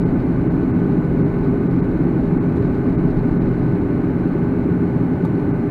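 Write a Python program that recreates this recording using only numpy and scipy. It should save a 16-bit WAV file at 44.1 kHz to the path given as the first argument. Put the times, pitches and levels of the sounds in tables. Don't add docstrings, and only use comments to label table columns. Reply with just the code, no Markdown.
import sys
import numpy as np
from scipy import signal
from scipy.fft import rfft, irfft
from scipy.io import wavfile
from scipy.ndimage import uniform_filter1d

SR = 44100
rng = np.random.default_rng(int(sys.argv[2]) if len(sys.argv) > 2 else 0)


def dump(signal):
    limited = np.clip(np.atleast_2d(signal).T, -1, 1)
    pcm = np.round(limited * 32767).astype(np.int16)
    wavfile.write(sys.argv[1], SR, pcm)


def gain_from_decibels(decibels):
    exponent = np.asarray(decibels, float) / 20
    return 10 ** exponent


N = 251370


def evened(x):
    return x / np.sqrt(np.mean(x ** 2) + 1e-20)


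def spectrum_db(points, hz):
    table_hz, level_db = np.transpose(points)
    return np.interp(np.log(hz + 1), np.log(table_hz + 1), level_db)


def coloured(points, size=N):
    hz = np.fft.rfftfreq(size, 1 / SR)
    inside = (hz >= points[0][0]) & (hz <= points[-1][0])
    spectrum = rfft(rng.standard_normal(size)) * gain_from_decibels(spectrum_db(points, hz)) * inside
    return evened(irfft(spectrum, size))


def drift(top_hz):
    t = np.arange(N) / SR
    return evened(sum(np.sin(2 * np.pi * (hz * t + rng.random())) / np.sqrt(hz)
                      for hz in np.geomspace(.1, top_hz, 12)))


def resonate(x, hz, width_hz):
    radius = np.exp(-np.pi * width_hz / SR)
    poles = [1, -2 * radius * np.cos(2 * np.pi * hz / SR), radius * radius]
    return (1 - radius) * signal.lfilter([1, 0, -1], poles, x)


def ring(x, hz, width_hz):
    return resonate(resonate(x, hz, width_hz), hz, width_hz)


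def bumpy_gain(level_db, share):
    # time_s, level_db
    bumps = [
        (0, 4),
        (.6, -1),
        (1.2, 2.5),
        (2.4, 1),
        (3.0, 3.5),
        (3.55, 4),
        (3.9, -1.5),
        (5.1, -7),
        (5.7, -7.5),
    ]
    time_s, bump_db = np.transpose(bumps)
    return gain_from_decibels(level_db + share * np.interp(np.arange(N) / SR, time_s, bump_db))


def rattle(per_s=220, spread_db=4.0):
    # pitch_hz, width_hz, level_db
    trim = [(3200, 500, -9), (3900, 400, 0), (4250, 300, 0), (4850, 350, -5), (6600, 500, -20)]
    busy = gain_from_decibels(5.0 * evened(uniform_filter1d(rng.standard_normal(N), size=900)))
    strength = gain_from_decibels(spread_db * np.minimum(rng.exponential(1, N), 3)) * rng.choice([-1, 1], N)
    touches = strength * (rng.random(N) < per_s * busy / SR)
    modes = sum(gain_from_decibels(db) * width_hz * ring(touches, hz, width_hz) for hz, width_hz, db in trim)
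    return bumpy_gain(-68.5, 0.65) * evened(modes)


def ticks():
    # start_s, level_db, tilt_db_per_octave, ring_s
    tick_table = [
        (.553, -57, -7, .02),
        (.797, -57, -4.5, .024),
        (1.409, -61.5, -4, .01),
        (2.5606, -49, -2, .01),
        (2.5682, -49.5, -2, .012),
        (2.746, -60, 1, .01),
        (2.9, -62, -1, .01),
        (3.519, -63, -5.5, .02),
        (5.249, -48.5, 3, .028),
        (5.395, -54, -3, .02),
    ]
    # pitch_hz, level_db
    case = [(800, -40), (2500, -5), (3850, 0), (4500, -4), (5600, -16), (6600, -8), (7300, -15),
            (9000, -14), (12000, -15), (14000, -26)]
    # pitch_hz, width_hz, level_db
    knock_modes = [(880, 32, 0), (1176, 45, -5), (3100, 200, -22)]
    knock_s, knock_db = 5.249, -25
    out, t = np.zeros(N), np.arange(3000) / SR
    rise = 1 - np.exp(-t / .0005)
    for start_s, level_db, tilt_db, ring_s in tick_table:
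        colour = [(hz, db + tilt_db * np.log2(max(hz / 4000, 1))) for hz, db in case]
        burst = gain_from_decibels(level_db) * coloured(colour, size=len(t)) * np.exp(-3 * t / ring_s)
        out[round(start_s * SR):][:len(t)] += burst * rise
    knock = sum(gain_from_decibels(db - 27 * width_hz * t) * np.sin(2 * np.pi * hz * t)
                for hz, width_hz, db in knock_modes)
    out[round(knock_s * SR):][:len(t)] += gain_from_decibels(knock_db) * knock * rise
    return out


def machine(hz, orders, levels_db, wander, waver_db=.4):
    turns = np.cumsum(hz * (1 + wander * drift(3.0))) / SR
    tones = sum(gain_from_decibels(db) * np.sin(2 * np.pi * (order * turns + rng.random()))
                for order, db in zip(orders, levels_db))
    return np.sqrt(2) * tones * gain_from_decibels(waver_db * drift(2.9))


def machines():
    # orders, level_db of each order, wander of its speed as a share
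    supply = (1, 3, 4, 5), (-31, -61, -61, -64), .0
    pump = (6, 7, 11.5, 12, 18), (-51, -63, -83, -81, -87), .0003
    vent = (1, 3), (-52, -75), .0006
    shaft = (1,), (-27,), .003
    fan = (1, 2), (-57, -77), .0007
    whine = (1, 1.2), (-63, -66), .0007
    fans_hz = 1467.7, 1477.5
    steady = machine(399.76, *supply) + machine(249.86, *pump) + machine(875.1, *vent)
    engines = machine(172.9, *shaft) + sum(machine(hz, *fan) for hz in fans_hz)
    gears = machine(1765, *whine)
    return steady + engines + gears


def airflow():
    # pitch_hz, level_db per hertz
    buffet_spectrum = [(8, -25), (16, -9), (26, -2), (38, -2), (46, 0), (56, -4), (68, -8), (85, -25),
                       (120, -60)]
    roar_spectrum = [(50, -28), (68, -16), (80, -7), (105, -8), (126, -0.5), (140, -2), (185, -2),
                     (210, -8.5), (254, 0), (275, -3), (345, -6), (362, -11), (400, -9.5), (430, -14.5),
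                     (620, -42.5)]
    rush_spectrum = [(300, -32), (430, -8.5), (540, -3), (726, -8.5), (820, -6), (931, -11.5),
                     (1210, -12.5), (1400, -17.5), (1680, -20.5), (1950, -22), (2170, -21), (2600, -29.5),
                     (2860, -35.5), (3100, -42), (4000, -58)]
    buffet = bumpy_gain(-32, 0.94) * coloured(buffet_spectrum)
    roar = bumpy_gain(-17.5, .18) * coloured(roar_spectrum)
    rush = bumpy_gain(-34.5, 0.043) * coloured(rush_spectrum)
    haystack = gain_from_decibels(-50) * evened(ring(rng.standard_normal(N), 1508, 130))
    overtone = gain_from_decibels(-72.5) * evened(ring(rng.standard_normal(N), 2960, 130))
    return buffet + roar + rush + haystack + overtone


def scene():
    return (rattle() + ticks() + machines() + airflow())[None]


def self_noise():
    # pitch_hz, level_db per hertz
    hiss = [(2000, -11.5), (3300, 0), (3650, -1), (3950, 2.5), (4280, 2), (4550, -5), (4900, -7.5),
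            (5150, -9), (8000, -11), (14300, -12.5), (15000, -16.5), (15700, -24.5)]
    return gain_from_decibels(-63) * coloured(hiss)


def lose_treble(x):
    # centre_s, edge_hz
    gaps = [(.0452, 2450), (.4932, 2800), (.7279, 2750), (1.2399, 2800), (1.6879, 2400), (1.8159, 2300),
            (2.3919, 2550), (2.9679, 2400), (3.3946, 2500), (5.5279, 3100)]
    hop = 941
    window = np.sin(np.pi * (np.arange(2 * hop) + .5) / (2 * hop))
    for start_s, edge_hz in gaps:
        centre = round(start_s * SR)
        near = slice(centre - hop, centre + hop)
        above = signal.firwin(1001, edge_hz, window=("kaiser", 10), pass_zero=False, fs=SR)
        treble = signal.oaconvolve(window * x[near], above, "same")
        mirror = np.r_[-treble[:hop][::-1], treble[hop:][::-1]]
        x[near] -= window * (treble + mirror)
    return x


def top_cut(x):
    return signal.sosfilt(signal.butter(12, 15760, fs=SR, output="sos"), x)


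def record(dry):
    noisy = dry[0] + self_noise()
    mix = lose_treble(noisy)[None]
    return top_cut(mix)


dry = scene()
out = record(dry)
dump(out)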